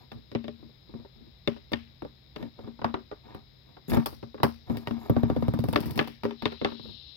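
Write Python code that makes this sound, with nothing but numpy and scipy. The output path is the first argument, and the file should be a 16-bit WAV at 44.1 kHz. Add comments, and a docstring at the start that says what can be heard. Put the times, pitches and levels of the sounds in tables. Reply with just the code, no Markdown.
"""Small plastic figures are set down, knocked, rocked and dragged on a hollow board close to two ports.
Each contact rings the board's low modes and the toys' short shell modes, with noise cracks and a short room tail.
A rocking toy adds blunt jolts; sliding strokes shake the same modes and rustle.
Filtered noise gives the room air, its rumble and a mostly left hiss around 4 kHz that swells at the end;
a wavering sine gives a faint low hum."""
import sys
import numpy as np
from scipy import signal
from scipy.fft import rfft, irfft, next_fast_len
from scipy.io import wavfile
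from scipy.ndimage import map_coordinates

SR = 44100
rng = np.random.default_rng(int(sys.argv[2]) if len(sys.argv) > 2 else 0)


def unload_wav(signal):
    """Save mono or channel-first audio to the path in sys.argv[1] as 16-bit WAV at rate SR, clipped to [-1, 1]."""
    wavfile.write(
        sys.argv[1],
        SR,
        np.round(np.clip(np.atleast_2d(signal).T, -1, 1) * 32767).astype(np.int16),
    )


def volts(x):
    """Linear amplitude factor 10**(x/20) for a level x in dB, scalar or array-like."""
    e = np.asarray(x, float) / 20
    return 10 ** e


N = 315756


def unit(x):
    """Scaled to rms 1."""
    return x / np.sqrt(np.mean(x ** 2) + 1e-20)


def wobble(rate):
    """A smooth random curve with the given number of knots a second."""
    knots = rng.standard_normal(int(N * rate / SR) + 4)
    return map_coordinates(knots, [np.arange(N) * rate / SR])


def coloured(x, spectrum):
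    """x filtered through (hz, level_db) points joined on a log axis, then set to rms 1."""
    points_hz, db = np.transpose(spectrum)
    size = next_fast_len(N + SR // 4)
    hz = np.fft.rfftfreq(size, 1 / SR)
    filter_db = np.interp(np.log(hz + 1), np.log(points_hz), db, left=-120, right=-120)
    return unit(irfft(rfft(x, size) * volts(filter_db), size)[..., :N])


def contact_rows(*columns):
    """Rows of start_s, body_db, deep_db, thump_db, knock_db, click_db, tick_db, shell_pitch_ratio."""
    return np.transpose(np.broadcast_arrays(*columns))


DEEP_DB = -4  # lowest board modes over the thump, for steps and touches

# feet of a figure on the board; the last three are over the body:
# start_s, body_db, thump_db, click_db, tick_db
FOOTSTEPS = [(0.316, -31.5, -9.5, -10.5, -28), (0.35, -14.5, -12, -15, -54),
             (0.442, -29.5, -9.5, -13.5, -39), (0.481, -26.5, -11, -13.5, -38),
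             (1.475, -13, -10.5, -8.5, -32.5), (1.718, -19, -13.5, -21, -26), (1.734, -22, -7.5, 1.5, -42),
             (2.361, -24.5, -15.5, -10, -32), (2.427, -26.5, -8.5, -15, -34),
             (4.909, -21.5, -2.5, -20.5, -40), (5.759, -7, -19, -10.5, -30),
             (5.976, -17, -17, -14.5, -18.5), (5.991, -11, -12.5, -2.5, -66),
             (6.234, -20.5, -12, -13, -28.5), (6.252, -12.5, -20.5, -20, -40), (6.308, -31, -15, -8, -34),
             (6.422, -24, -7.5, -8.5, -25), (6.455, -17, -7.5, -2.5, -30.5), (6.521, -27, -17, -13.5, -30),
             (6.614, -19, -11.5, -15.5, -39), (6.647, -8, -16.5, -11.5, -42)]


def footsteps():
    """Feet land on the board; the knock partly follows the click, and a smaller second figure knocks harder."""
    second_figure_s, second_knock_db = 4.8, 4.5
    start_s, body_db, thump_db, click_db, tick_db = np.transpose(FOOTSTEPS)
    knock_db = -6.5 + 0.55 * click_db + second_knock_db * (start_s > second_figure_s)
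    return contact_rows(start_s, body_db, DEEP_DB, thump_db, knock_db, click_db, tick_db, 1)


# knocks on the hollow playhouse; the last three are over the body:
# start_s, body_db, thump_db, knock_db, tick_db
PLAYHOUSE_KNOCKS = [(2.791, -39.5, -4, -0.5, -42), (2.816, -29.5, -10, -1, -41),
                    (2.844, -19, -6, 3.5, -29.5), (2.941, -17.5, -17.5, -3.5, -45),
                    (3.114, -28.5, -19.5, -3.5, -36), (3.347, -31.5, -9, -5, -22),
                    (3.768, -39.5, -24, -1.5, -48), (3.883, -36.5, 9, -14, -21),
                    (3.934, -13.5, -15, -13, -22), (3.961, -14.5, -43, -13, -49),
                    (3.97, -17.5, 0.5, -7, -28.5), (4.228, -28.5, -8.5, -7.5, -36),
                    (4.379, -40, -18, 1, -42), (4.401, -32, -7.5, -5.5, -47),
                    (4.432, -14.5, -4.5, 5.5, -11), (4.698, -22.5, 2, -10, -32)]


def playhouse_knocks():
    """The hollow playhouse is struck; its shell modes sit a little higher than a figure's."""
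    click_over_knock_db, shell_pitch_ratio = -12.5, 1.1
    start_s, body_db, thump_db, knock_db, tick_db = np.transpose(PLAYHOUSE_KNOCKS)
    click_db = knock_db + click_over_knock_db
    return contact_rows(start_s, body_db, 0, thump_db, knock_db, click_db, tick_db, shell_pitch_ratio)


# bright snaps of hard plastic edges; the last three are over the body:
# start_s, body_db, thump_db, knock_db, tick_db
EDGE_SNAPS = [(0.117, -33.5, -8, -2.5, -20.5), (3.898, -28, -9, -37, 1.5), (4.059, -21.5, -9, -1, -3),
              (4.77, -29.5, -6, -16, -9), (4.872, -23.5, -12, -3.5, -21), (5.734, -26.5, -31, -1.5, -52),
              (5.804, -35.5, 4, -29.5, 1.5), (5.83, -42.5, 8.5, 4, -26), (5.857, -36, 8, -12, 3),
              (5.907, -35, 0.5, -15.5, -1), (5.957, -37.5, 7, -6, 2), (6.074, -33, -4.5, -4, -7.5)]


def edge_snaps():
    """Hard edges snap: a strong click over the body, often with strong ticks."""
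    click_db = -7
    start_s, body_db, thump_db, knock_db, tick_db = np.transpose(EDGE_SNAPS)
    return contact_rows(start_s, body_db, 0, thump_db, knock_db, click_db, tick_db, 1)


# light, dull touches and small bounces; thump_db is over the body:
# start_s, body_db, thump_db
LIGHT_TOUCHES = [(0.627, -42, -1.5), (0.893, -41.5, -3.5), (0.938, -34.5, -4), (0.998, -44, -19),
                 (1.048, -34, -25), (0.693, -49.5, -22), (1.563, -34.5, -11), (1.731, -21, -7),
                 (2.021, -23.5, -15), (2.049, -29, -9.5), (2.403, -38, -15), (2.59, -30, -26),
                 (2.675, -30, -10.5), (3.267, -41, -13), (4.127, -33.5, -7.5), (4.344, -28, -13),
                 (6.719, -27.5, -8.5), (6.795, -36.5, -2.5), (6.855, -38.5, -10.5)]


def light_touches():
    """Soft contacts excite little above the body: weak knock, click and tick."""
    knock_db, click_db, tick_db = -12.5, -25.5, -39
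    start_s, body_db, thump_db = np.transpose(LIGHT_TOUCHES)
    return contact_rows(start_s, body_db, DEEP_DB, thump_db, knock_db, click_db, tick_db, 1)


ROCK_DB, ROCK_FADE_DB = -15.5, -0.95  # body level of the first rocking contact, change per contact


def rocking(count=12):
    """A toy rocks from edge to edge in turn, with closing gaps, falling level and brightening tone."""
    start_s, gap_s, gap_shrinks_s, longest_gap_s = 5.0965, .0725, .0029, .068
    far_edge_db = -2
    # deep_db over the thump, then thump_db, knock_db, click_db, tick_db over the body
    near_edge = (3, -3.5, -11.5, -24, -42.5)
    far_edge = (0, -1, -5.5, -22.5, -39.5)
    gain_per_contact_db = (0.031, 0.4, 0.067, 0.76, 2.97)
    k = np.arange(count)
    far = k % 2
    gaps = np.minimum(gap_s - gap_shrinks_s * (k - 1), longest_gap_s) * (k > 0)
    body_db = ROCK_DB + ROCK_FADE_DB * k + far_edge_db * far
    tone_db = np.where(far[:, None], far_edge, near_edge) + np.outer(k, gain_per_contact_db)
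    return contact_rows(start_s + np.cumsum(gaps), body_db, *tone_db.T, 1)


# resonances of board and shells, levels relative:
# pitch_hz, level_db, t60_s, left_over_right_db
TOY_MODES = [(77.45, -16, 0.59, 1), (118.9, 4.5, 0.084, -3), (145.2, -1.5, 0.11, -10),
             (175.3, 7, 0.037, 13.5), (231.7, -5, 0.27, 16), (295, -7, 0.15, 2.5), (328.9, 1.5, 0.039, 10),
             (401.8, -11, 0.12, 2.5), (493.6, -6.5, 0.041, -4.5), (569.6, -14.5, 0.084, 9.5),
             (780, -5, 0.04, 2), (923, -1, 0.028, 3.5), (1135, -11, 0.057, 0), (1418, -22, 0.06, 12),
             (1808, -7.5, 0.049, -1), (2167, -4, 0.024, 1), (2750, -9, 0.014, 15), (3620, -7.5, 0.022, 16),
             (4620, -16.5, 0.014, 25)]


def ringing(damping):
    """Each mode's decaying swing and its complex weight at the two ports, the left one ahead in phase.
    A hand on the toy adds damping, in dB per cycle."""
    hz, db, t60, lean_db = np.transpose(TOY_MODES)
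    t = np.arange(SR // 2) / SR
    cycles = hz[:, None] * t
    decay = volts(-60 * t / t60[:, None] - damping * cycles)
    onset = (1 - np.exp(-cycles / 0.4)) ** 2
    swing = decay * np.exp(2j * np.pi * cycles) * onset
    phase = 1.4 * np.array([[.5], [-.5]])  # radians
    ports = volts(db + np.outer([.5, -.5], lean_db)) * np.exp(1j * phase)
    return hz, swing, ports


# noise bands of a contact, levels over its knock, click, click/tick mean and tick in turn:
# low_hz, high_hz, crack_db, crack_t60_s, room_db, room_t60_s, left_over_right_db
CRACK_BANDS = [(290, 1300, -8.5, 0.03, -15.5, 0.18, 1), (1660, 3560, -11, 0.042, -31.5, 0.44, 10.5),
               (4160, 5510, -22, 0.067, -40.5, 0.79, 24.5), (10370, 21800, -4.5, 0.032, -19, 0.28, 0)]


def blows():
    """Every contact rings the modes at new strengths, weighted by its hardness, and cracks in four bands."""
    board_hz, shell_hz = 260, 1300  # board modes lie below the first, shell modes above the second
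    detune = .03  # pitch spread from one contact spot to the next
    rattle_after_s = .02
    hz, swing, ports = ringing(damping=0)
    board, shell = hz < board_hz, hz >= shell_hz
    middle = ~board & ~shell
    t = np.arange(SR // 2) / SR
    rings, bursts = np.zeros((2, N + SR)), np.zeros((len(CRACK_BANDS), N + SR))
    fades = np.array([volts(db - 60 * t / t60) + volts(room_db - 60 * t / room_t60)
                      for _, _, db, t60, room_db, room_t60, _ in CRACK_BANDS])
    rows = np.vstack([rocking(), footsteps(), playhouse_knocks(), edge_snaps(), light_touches()])
    rattle_db = np.r_[4.5 * wobble(70), np.zeros(SR)]
    chance = rng.standard_normal((len(rows), 3, len(hz)))
    for row, (size, *turn) in zip(rows, chance):
        start_s, body_db, deep_db, thump_db, knock_db, click_db, tick_db, pitch = row
        first = round(start_s * SR)
        at = slice(first, first + len(t))
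        weight_db = np.interp(
            np.log(hz), np.log([190, 228, 260, 400, 600, 813, 1400, 1760]),
            [thump_db + deep_db, thump_db, thump_db, 0, 0, knock_db, knock_db, click_db])
        struck = ports * volts(body_db + weight_db + 2.5 * size) * np.exp(.4j * np.array(turn))
        # loose plastic rings unevenly once the blow is over, the board half as much in dB
        rattle = volts(rattle_db[at] * np.minimum(t / rattle_after_s, 1))
        rings[:, at] += np.sqrt(rattle) * (struck[:, board] @ swing[board]).imag
        for part, stretch in ((middle, 1 + detune * size[0]), (shell, pitch + detune * size[1])):
            ring = (struck[:, part] @ swing[part]).imag
            rings[:, at] += rattle * np.array([np.interp(t * stretch, t, port) for port in ring])
        band_db = np.c_[[knock_db, click_db, (click_db + tick_db) / 2, tick_db]]
        bursts[:, at] += volts(body_db + band_db) * fades
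    crunch = unit(volts(3 * wobble(900) + 1.2 * wobble(150)))  # rough plastic cracks in millisecond grains
    for burst, (low_hz, high_hz, *_, lean_db) in zip(bursts[:, :N], CRACK_BANDS):
        band = signal.butter(N=3, Wn=[low_hz, high_hz], btype="band", fs=SR, output="sos")
        # about rms 1 once band-limited
        noise = rng.standard_normal((2, N)) * np.sqrt(SR / 2 / (high_hz - low_hz))
        crack = signal.sosfilt(band, burst * crunch * noise)
        rings[:, :N] += volts(np.c_[[lean_db / 2, -lean_db / 2]]) * crack
    return rings[:, :N]


def rocking_jolts():
    """Each rocking edge lands with one blunt pulse, dipping either side, alike at both ports."""
    push_db, push_s = 2, .0006  # over the near edge's body, pulse width
    t = np.arange(SR // 20) / SR
    u = t / push_s - 4.5
    pulse = (1 - u * u) * np.exp(-u * u / 2)
    out = np.zeros((2, N))
    for k, (start_s, *_) in enumerate(rocking()):
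        first = round(start_s * SR)
        out[:, first:first + len(t)] += volts(ROCK_DB + ROCK_FADE_DB * k + push_db) * pulse
    return out


# thin ticks near the right port, level of the noise at its start before the high-pass:
# start_s, level_db
THIN_TICKS = [(5.098, -28), (5.233, -42)]


def thin_ticks():
    """Decaying noise, high-passed until only a thin tick is left, almost all at the right."""
    low_edge_hz, t60_s, left_over_right_db = 12000, 0.025, -36
    t = np.arange(SR // 20) / SR
    band = signal.butter(N=4, Wn=low_edge_hz, btype="high", fs=SR, output="sos")
    out = np.zeros((2, N))
    for start_s, db in THIN_TICKS:
        tick = signal.sosfilt(band, rng.standard_normal(len(t)) * volts(db - 60 * t / t60_s))
        first = round(start_s * SR)
        out[:, first:first + len(t)] += volts([[left_over_right_db], [0]]) * tick
    return out


# rubbing strokes, levels before the stroke's shape, rustle also before its port gains:
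# start_s, end_s, level_db, strongest_hz, rustle_db
STROKES = [(-.05, 0.078, -51, 730, -75), (0.13, 0.224, -39.5, 80, -87), (0.57, 0.7, -51, 303, -91),
           (0.864, 1.094, -48.5, 400, -101), (1.152, 1.315, -47.5, 292, -103),
           (2.352, 2.514, -38.5, 490, -74.5), (2.569, 2.743, -41, 430, -83),
           (3.226, 3.444, -44.5, 770, -87), (3.645, 3.8, -54.5, 597, -88), (3.878, 3.98, -21, 250, -53.5),
           (3.901, 4.045, -31, 1110, -75), (4.66, 4.798, -34.5, 406, -69), (4.695, 6.166, -39.5, 640, -73),
           (4.985, 5.11, -46, 580, -69.5), (5.69, 6.156, -37, 326, -87.5), (6.684, 6.755, -46, 456, -75),
           (6.81, 6.978, -41.5, 235, -78.5)]
# tone of the fine rustle, relative:
# pitch_hz, level_db_per_hz
RUSTLE_COLOUR = [(5500, -82), (6600, -14), (8500, -34), (12500, -11), (15900, -23.5)]


def dragging():
    """Sliding feet and fingers: clumped grains shake the same modes, with a fine rustle on top."""
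    hz, swing, ports = ringing(damping=1.6)
    grains = rng.standard_normal(N) * volts(2 * wobble(45) + 3.8 * wobble(400))
    clumps = volts(3 * wobble(40) + 4 * wobble(330))
    fine = coloured(rng.standard_normal((2, N)) * clumps, RUSTLE_COLOUR)
    rub, rustle = np.zeros((2, N + SR)), np.zeros(N)
    for start_s, end_s, db, strongest_hz, rustle_db in STROKES:
        a, b = round(max(start_s, 0) * SR), round(end_s * SR)
        u = (np.arange(a, b) / SR - start_s) / (end_s - start_s)
        stroke = abs(np.sin(np.pi * u)) ** .5 * abs(1 - u ** 3)  # quick to start, easing off
        tilt = volts(-4.5 * abs(np.log2(hz / strongest_hz)))  # 4.5 dB weaker per octave away
        body = ((ports * tilt) @ swing).imag
        push = stroke * unit(grains[a:b])
        shaken = signal.fftconvolve(push[None], body / np.linalg.norm(body), axes=1)
        rub[:, a:a + shaken.shape[1]] += volts(db) * shaken
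        rustle[a:b] += volts(rustle_db) * stroke
    return rub[:, :N] + rustle * volts([[-.5], [5]]) * fine


# steady hiss tone, relative:
# pitch_hz, level_db_per_hz
HISS_TONE = [(1500, -15), (2100, -3.5), (2900, -11.5), (3900, 6.5), (4500, -9), (5050, 3), (5500, -10),
             (5900, -48)]
# level of the added hiss, before the port gains:
# time_s, level_db
HISS_SWELL = [(6.33, -71), (6.4, -55), (6.95, -50.5), (7.16, -54)]
# tone of the added hiss, relative:
# pitch_hz, level_db_per_hz
HISS_SWELL_TONE = [(2200, -42), (2700, -13), (3400, -7), (3950, 3), (4600, -11), (5300, -10.5), (6100, -57)]


def left_hiss():
    """Coloured noise around 4 kHz, strong at the left port and faint at the right, swelling at the end."""
    time_s, level_db = np.transpose(HISS_SWELL)
    swell = volts(np.interp(np.arange(N) / SR, time_s, level_db))
    hiss = volts(-66 + 0.25 * wobble(28)) * coloured(rng.standard_normal(N), HISS_TONE)
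    hiss += swell * coloured(rng.standard_normal(N), HISS_SWELL_TONE)
    return volts([[6], [-24]]) * hiss


def hum():
    """A faint 130 Hz sine whose level and phase waver."""
    phase = 2 * np.pi * 130.0 * np.arange(N) / SR + 0.16 * wobble(1.9)
    return volts(-61.5 + 2.6 * wobble(17)) * np.sin(phase)


# tone of the room air, relative:
# pitch_hz, level_db_per_hz
AIR_TONE = [(25, -22), (55, -16), (150, -10.5), (700, -24.5), (5300, -42.5), (5950, -52), (6700, -43.5),
            (9000, -62.5), (13000, -40.5), (15900, -43.5)]


def room_air():
    """Separate coloured noise at each port, plus a bass rumble common to both."""
    rumble_tone = [(25, -30.0), (55, -9.0), (130, -23.0), (220, -31.5)]  # pitch_hz, level_db_per_hz
    rumble = volts(-60.0) * coloured(rng.standard_normal(N), rumble_tone)
    return volts([[-62], [-64]]) * coloured(rng.standard_normal((2, N)), AIR_TONE) + rumble


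def scene():
    """Everything at the two ports."""
    return blows() + rocking_jolts() + thin_ticks() + dragging() + left_hiss() + hum() + room_air()


def low_pass(x):
    """Removes everything above the highest recorded frequency."""
    return signal.sosfilt(signal.butter(12, 16830, fs=SR, output="sos"), x)


def record(dry):
    """The microphones lose the deepest bass and the top."""
    low_cut = signal.butter(N=3, Wn=50, btype="high", fs=SR, output="sos")
    high_cut = signal.butter(N=12, Wn=15900, fs=SR, output="sos")
    mix = signal.sosfilt(np.vstack([low_cut, high_cut]), dry)
    return low_pass(mix)


dry = scene()
out = record(dry)
unload_wav(out)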